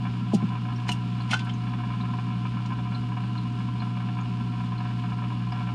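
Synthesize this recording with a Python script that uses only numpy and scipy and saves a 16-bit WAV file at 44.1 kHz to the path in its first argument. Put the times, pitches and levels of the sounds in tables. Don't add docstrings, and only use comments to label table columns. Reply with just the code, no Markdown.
import sys
import numpy as np
from scipy import signal
from scipy.fft import rfft, irfft
from scipy.io import wavfile

SR = 44100
rng = np.random.default_rng(int(sys.argv[2]) if len(sys.argv) > 2 else 0)


def file_out(sig):
    cols = np.atleast_2d(sig).T
    lim = np.clip(cols, -1, 1)
    pcm = np.round(lim * 32767).astype(np.int16)
    wavfile.write(sys.argv[1], SR, pcm)


N = 253134
TIME = np.arange(N) / SR
MAINS_HZ, CUTOFF_HZ = 59.98, 15500

# f/Hz, width/Hz, knocked level/dB, rubbed level/dB
HOUSING_MODES = [(583, 32, -24, -11.5), (727, 32, -18, -3.5), (745.7, 40, -12, 0), (821, 10, -32.5, -10.5),
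                 (1014.4, 54.5, 4, 13.5), (1081, 48, -11, -3), (1207.5, 19, -22, -2), (1267, 30, -17, 3.5),
                 (1360.4, 10.5, -24, 12), (1550.5, 42, -14.5, 2), (1670, 73, -6.5, -8.5),
                 (1782, 44, -19.5, -9), (1914, 24, -30, -11), (2220, 71, -11, -4.5), (2340, 45, -21.5, -6),
                 (2401, 49, -17.5, -2), (2459, 35, -22, -4.5), (2590, 55, -17, -5), (2773, 83, -10.5, -0.5),
                 (2878, 56, -17, 5.5), (2966, 33, -25, -3.5), (3050, 91, -23, -4.5), (3270, 40, -31, -8.5),
                 (3425, 27, -26.5, -2), (3486, 26, -28.5, -29.5), (3620, 24, -38, -8)]


def motor_hum(waver_db=0.2):
    # multiple of the mains frequency, rms level/dB
    lines = [(2, -29.5), (3, -37), (4, -43.5), (4.5, -61), (5, -49.5), (7, -64), (8, -67.5), (10, -73.5),
             (12, -55), (14, -75.5), (17, -56.5)]
    out = np.zeros(N)
    for multiple, db in lines:
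        amplitude = np.sqrt(2) * from_db(db + waver_db * drift(12))
        out += amplitude * np.sin(2 * np.pi * (multiple * MAINS_HZ * TIME + rng.random()))
    return out


def impeller_rattle(softest_db=-47, hardest_db=-36, vary_db=1.95, bounce_db=-9,
                    jitter_s=0.0004, lead_s=0.0004):
    # t/s, level/dB
    knocks = [(.05, -29), (.067, -33.5), (.417, -33.5), (.518, -35), (.551, -33), (.651, -32),
              (.684, -32.5), (.717, -34.5), (.784, -35.5), (.868, -34), (1.2, -32.5), (1.468, -31.5),
              (1.667, -32.5), (1.734, -30.5), (1.784, -33), (1.801, -35), (1.835, -32), (1.901, -32),
              (1.934, -33.5), (2.002, -34.5), (2.035, -35), (2.051, -33.5), (2.135, -31.5), (2.184, -30.5),
              (2.301, -32.5), (2.452, -29.5), (2.57, -32), (2.701, -32.5), (2.718, -31), (2.784, -33),
              (2.919, -33), (3.119, -34), (3.169, -31), (3.236, -34), (3.352, -33.5), (3.602, -34),
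              (3.686, -36), (3.819, -29), (3.967, -31.5), (4.002, -33.5), (4.086, -31.5), (4.185, -30.5),
              (4.601, -35), (4.719, -32.5), (4.803, -32), (4.853, -30.5), (4.904, -34.5), (5.035, -31.5),
              (5.118, -33), (5.218, -33), (5.237, -32.5), (5.301, -34), (5.318, -34), (5.52, -30.5),
              (5.552, -32.5), (5.601, -31), (5.669, -32.5), (5.686, -31.5)]
    knock_s, knock_db = np.transpose(knocks)
    turns_s = np.arange(0, N / SR - 1 / MAINS_HZ, 1 / MAINS_HZ)
    jitter, rebound = rng.standard_normal((2, len(turns_s)))
    taps_s = turns_s - lead_s + jitter_s * jitter
    tap_db = rng.uniform(softest_db, hardest_db, len(turns_s))
    tap_db[np.round(knock_s * MAINS_HZ).astype(int)] = knock_db
    mode_db = tap_db[:, None] + vary_db * rng.standard_normal((len(turns_s), len(HOUSING_MODES)))
    rings = from_db(mode_db) @ housing_rings()
    flights_s = rng.uniform(0.199, 0.66, len(turns_s)) / MAINS_HZ
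    out = np.zeros(N)
    for s, ring, polarity, flight_s in zip(taps_s, rings, np.sign(rebound), flights_s):
        add(out, s, ring)
        add(out, s + flight_s, ring * polarity * from_db(bounce_db))
    return out


def housing_rings(swell_s=0.0041):
    age = TIME[:SR // 10]
    hz, width, db, _ = np.transpose(HOUSING_MODES)[:, :, None]
    tones = np.sin(2 * np.pi * (hz * age + rng.random(hz.shape)))
    swell = (1 - np.exp(-age / swell_s)) ** 2
    envelopes = from_db(db) * swell * np.exp(-np.pi * width * age)
    return tones * envelopes / np.linalg.norm(envelopes, axis=0).max()


def impeller_grind(rms_db=-49, rubs_per_turn=4, buzz_db=4.0, throb_db=1.5, lag_s=0.0016, damping=1.73):
    buzz = buzz_db * np.cos(2 * np.pi * rubs_per_turn * MAINS_HZ * TIME)
    throb = throb_db * np.cos(2 * np.pi * MAINS_HZ * (TIME - lag_s))
    friction = from_db(buzz + throb) * rng.standard_normal(N)
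    out = np.zeros(N)
    for hz, width, _, db in HOUSING_MODES:
        b, a = signal.iirpeak(hz, hz / (damping * width), fs=SR)
        out += from_db(db) * signal.lfilter(b, a, signal.lfilter(b, a, friction))
    return from_db(rms_db) * rms_one(out)


def tank_bumps(swell_cycles=1.44):
    # t/s, level/dB, f/Hz above which the soft contact mutes the wall
    blows = [(0.333, -0.5, 780), (0.423, -3.5, 235), (0.8879, -14, 430)]
    # f/Hz, level/dB, t60/s
    wall_modes = [(170, -8.5, 0.11), (215, -2, 0.092), (264, -11.5, 0.071), (381, -10, 0.035),
                  (662, -11.5, 0.023), (790, -26.5, 0.17)]
    out, age = np.zeros(N), TIME[:SR // 4]
    for s, db, mute_hz in blows:
        for hz, mode_db, t60 in wall_modes:
            gain = from_db(db + mode_db) / np.hypot(1, (hz / mute_hz) ** 2)
            swell = 1 - np.exp(-(age * hz / swell_cycles) ** 2)
            add(out, s, gain * swell * fade(age, t60) * np.sin(2 * np.pi * hz * age))
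    return out


def glass_clacks():
    # t/s, peak level/dB, tilt/(dB per octave)
    contacts = [(0.8908, -17, -7), (0.8948, -26, 18), (1.3341, -22, 1), (1.3425, -24, 1)]
    # f/Hz, level/dB, t60/s
    glass_modes = [(730, -20, 0.11), (987, -11.5, 0.077), (1470, -9, 0.013), (1730, 0, 0.0076),
                   (2430, 0, 0.013), (3870, -11, 0.014), (4080, 2.5, 0.021), (4840, -17.5, 0.01),
                   (6170, 0, 0.0078), (7060, -13, 0.014), (8100, -25, 0.0071)]
    out, age = np.zeros(N), TIME[:SR // 10]
    hz, mode_db, t60 = np.transpose(glass_modes)[:, :, None]
    for s, db, tilt_db in contacts:
        gain = from_db(mode_db + tilt_db * np.log2(hz)) * rng.choice([-1, 1], hz.shape)
        ring = np.sum(gain * fade(age, t60) * np.sin(2 * np.pi * hz * age), axis=0)
        add(out, s, from_db(db) * ring / np.abs(ring).max())
    return out


def splashes(droplets_per_s=2500, sheet_db=1, slap_db=-9, tail_db=-21):
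    # t/s, level/dB, lowest f/Hz, tilt/(dB per octave), rise/s
    flicks = [(0.347, -40, 2720, 4.5, 0.0077), (0.892, -33, 600, 0, 0.0083),
              (0.921, -38.5, 2800, 8.5, 0.0051), (1.047, -72, 9000, 14, 0.0015),
              (1.218, -65, 6000, 6, .002), (1.314, -29, 2200, -1, 0.0048), (1.34, -26.5, 524, -2.5, 0.018),
              (1.369, -43, 2500, -2, .002), (1.394, -37.5, 2270, -4, 0.002), (1.449, -62, 7000, 12, .002),
              (1.495, -39.5, 2300, -10.5, 0.002), (2.661, -49, 4400, -8, 0.0033)]
    # f/Hz, density level/dB
    spray_spectrum = [(300, -15), (560, -10), (800, -1.5), (1150, -3), (2000, 3), (3000, -0.5),
                      (4200, -3.5), (6500, -12), (8800, -14.5), (11000, -31.5), (15500, -44)]
    hz, spray_db = np.transpose(spray_spectrum)
    out = np.zeros(N)
    for s, db, low_hz, tilt_db, rise_s in flicks:
        water = crackle(droplets_per_s) + from_db(sheet_db) * rng.standard_normal(N)
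        tilted = np.column_stack([hz, spray_db + tilt_db * np.log2(hz / low_hz)])
        spray = rms_one(band(colour(water, tilted), low_hz, CUTOFF_HZ, order=4))
        slap = from_db(slap_db) * (TIME >= s) * fade(TIME - s, t60=0.0014)
        throw = burst(s, rise_s, t60=0.051)
        tail = from_db(tail_db) * burst(s, rise_s, t60=0.17)
        out += from_db(db) * (slap + throw + tail) * spray
    return out


def trapped_bubbles(glide=0.017, onset_s=0.00033):
    # t/s, f/Hz, level/dB, t60/s
    bubbles = [(0.894, 2900, -23.5, .036), (0.918, 2870, -21.5, 0.041), (0.922, 2760, -27, 0.04),
               (1.31, 9580, -44, .045), (1.3125, 2920, -35, .018), (1.333, 1455, -13, 0.042),
               (1.336, 1407, -22, 0.09), (1.344, 1526, -30, 0.26), (1.394, 2630, -27, 0.013)]
    out, age = np.zeros(N), TIME[:SR // 4]
    for s, hz, db, t60 in bubbles:
        pitch_hz = hz * (1 + glide * np.minimum(age / t60, 1))
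        envelope = (1 - np.exp(-age / onset_s)) * fade(age, t60)
        add(out, s, from_db(db) * envelope * np.sin(2 * np.pi * np.cumsum(pitch_hz) / SR))
    return out


def soft_pops(half_width=0.06, rise_s=0.0026, t60=0.044):
    # t/s, centre f/Hz, rms level at the crest/dB
    pings = [(.762, 5550, -53), (1.209, 4200, -43.5), (1.403, 3600, -41), (1.497, 3200, -39),
             (1.54, 6440, -54), (2.012, 3920, -45.5), (2.949, 4070, -38), (3.218, 3900, -52),
             (3.38, 4040, -43), (3.801, 4200, -41.5), (4.212, 6700, -56.5), (4.782, 4230, -46.5),
             (5.523, 4930, -52)]
    out, noise = np.zeros(N), rng.standard_normal(N)
    for s, hz, db in pings:
        ping = rms_one(band(noise, hz * (1 - half_width), hz * (1 + half_width), order=3))
        out += from_db(db) * burst(s, rise_s, t60) * ping
    return out


def outflow(churn_db=-37.5, surge_db=0.5, fizz_db=-52.0, flicker_db=0.5, grains_per_s=1500, grain_db=-3):
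    # f/Hz, density level/dB
    churn_spectrum = [(20, -27), (36, -24.5), (53, -11.5), (70, -15), (125, -19), (155, -7), (200, -1.2),
                      (240, -5.8), (300, -16), (335, -25), (385, -20), (450, -29.5), (520, -36),
                      (900, -60.5)]
    # f/Hz, density level/dB
    fizz_spectrum = [(500, -17.5), (1200, 0), (2000, -5.5), (2300, 0), (2900, 2.5), (3300, -1.5),
                     (3750, -3), (4050, -3.5), (5200, -8), (5900, -16), (7300, -16.5), (7900, -21),
                     (8600, -18), (10900, -31.5), (12500, -33.5), (15500, -54)]
    churn = colour(rng.standard_normal(N), churn_spectrum) * from_db(churn_db + surge_db * drift(25))
    grains = from_db(grain_db) * crackle(grains_per_s)
    fizz = colour(rng.standard_normal(N) + grains, fizz_spectrum)
    return churn + fizz * from_db(fizz_db + flicker_db * drift(30))


def reflections(x, t60, first_s, top_hz):
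    age = TIME[:SR // 2]
    tail = band(rng.standard_normal(len(age)), 110, top_hz) * fade(age, t60) * (age > first_s)
    return signal.fftconvolve(x, tail / np.sqrt(np.sum(tail ** 2)))[:N]


def from_db(db):
    return 10 ** (np.asarray(db) / 20)


def rms_one(x):
    return x / np.sqrt(np.mean(x ** 2) + 1e-20)


def fade(age, t60):
    return np.exp(-np.log(1000) * np.maximum(age, 0) / t60)


def burst(s, rise_s, t60):
    return np.exp(np.minimum(TIME - s, 0) / rise_s) * fade(TIME - s, t60)


def band(x, low_hz, high_hz, order=2):
    edges = [low_hz, np.clip(high_hz, low_hz + 100, .45 * SR)]
    return signal.sosfilt(signal.butter(order, edges, "band", fs=SR, output="sos"), x)


def colour(x, spectrum):
    hz, db = np.transpose(spectrum)
    bins_hz = np.maximum(np.fft.rfftfreq(N, 1 / SR), 1)
    gain = from_db(np.interp(np.log(bins_hz), np.log(hz), db, left=-90, right=-90))
    return rms_one(irfft(rfft(x) * gain, N))


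def crackle(per_s):
    return rms_one(rng.standard_normal(N) * (rng.random(N) < per_s / SR))


def drift(knots_per_s):
    knots = rng.standard_normal(int(knots_per_s * N / SR) + 2)
    return rms_one(np.interp(TIME * knots_per_s, np.arange(len(knots)), knots))


def add(out, s, sound):
    start = max(round(s * SR), 0)
    out[start:start + len(sound)] += sound[:N - start]


def scene(glass_db=-7, room_db=-13.5):
    spray = splashes() + soft_pops()
    spray += from_db(glass_db) * reflections(spray, t60=0.015, first_s=0.00046, top_hz=10300)
    near = spray + trapped_bubbles() + glass_clacks() + tank_bumps() + impeller_rattle()
    room = from_db(room_db) * reflections(near, t60=0.1, first_s=0.00703, top_hz=8300)
    return (near + room + motor_hum() + impeller_grind() + outflow())[None]


def record(dry):
    return signal.sosfilt(signal.ellip(10, .1, 80, CUTOFF_HZ, fs=SR, output="sos"), dry)


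dry = scene()
out = record(dry)
file_out(out)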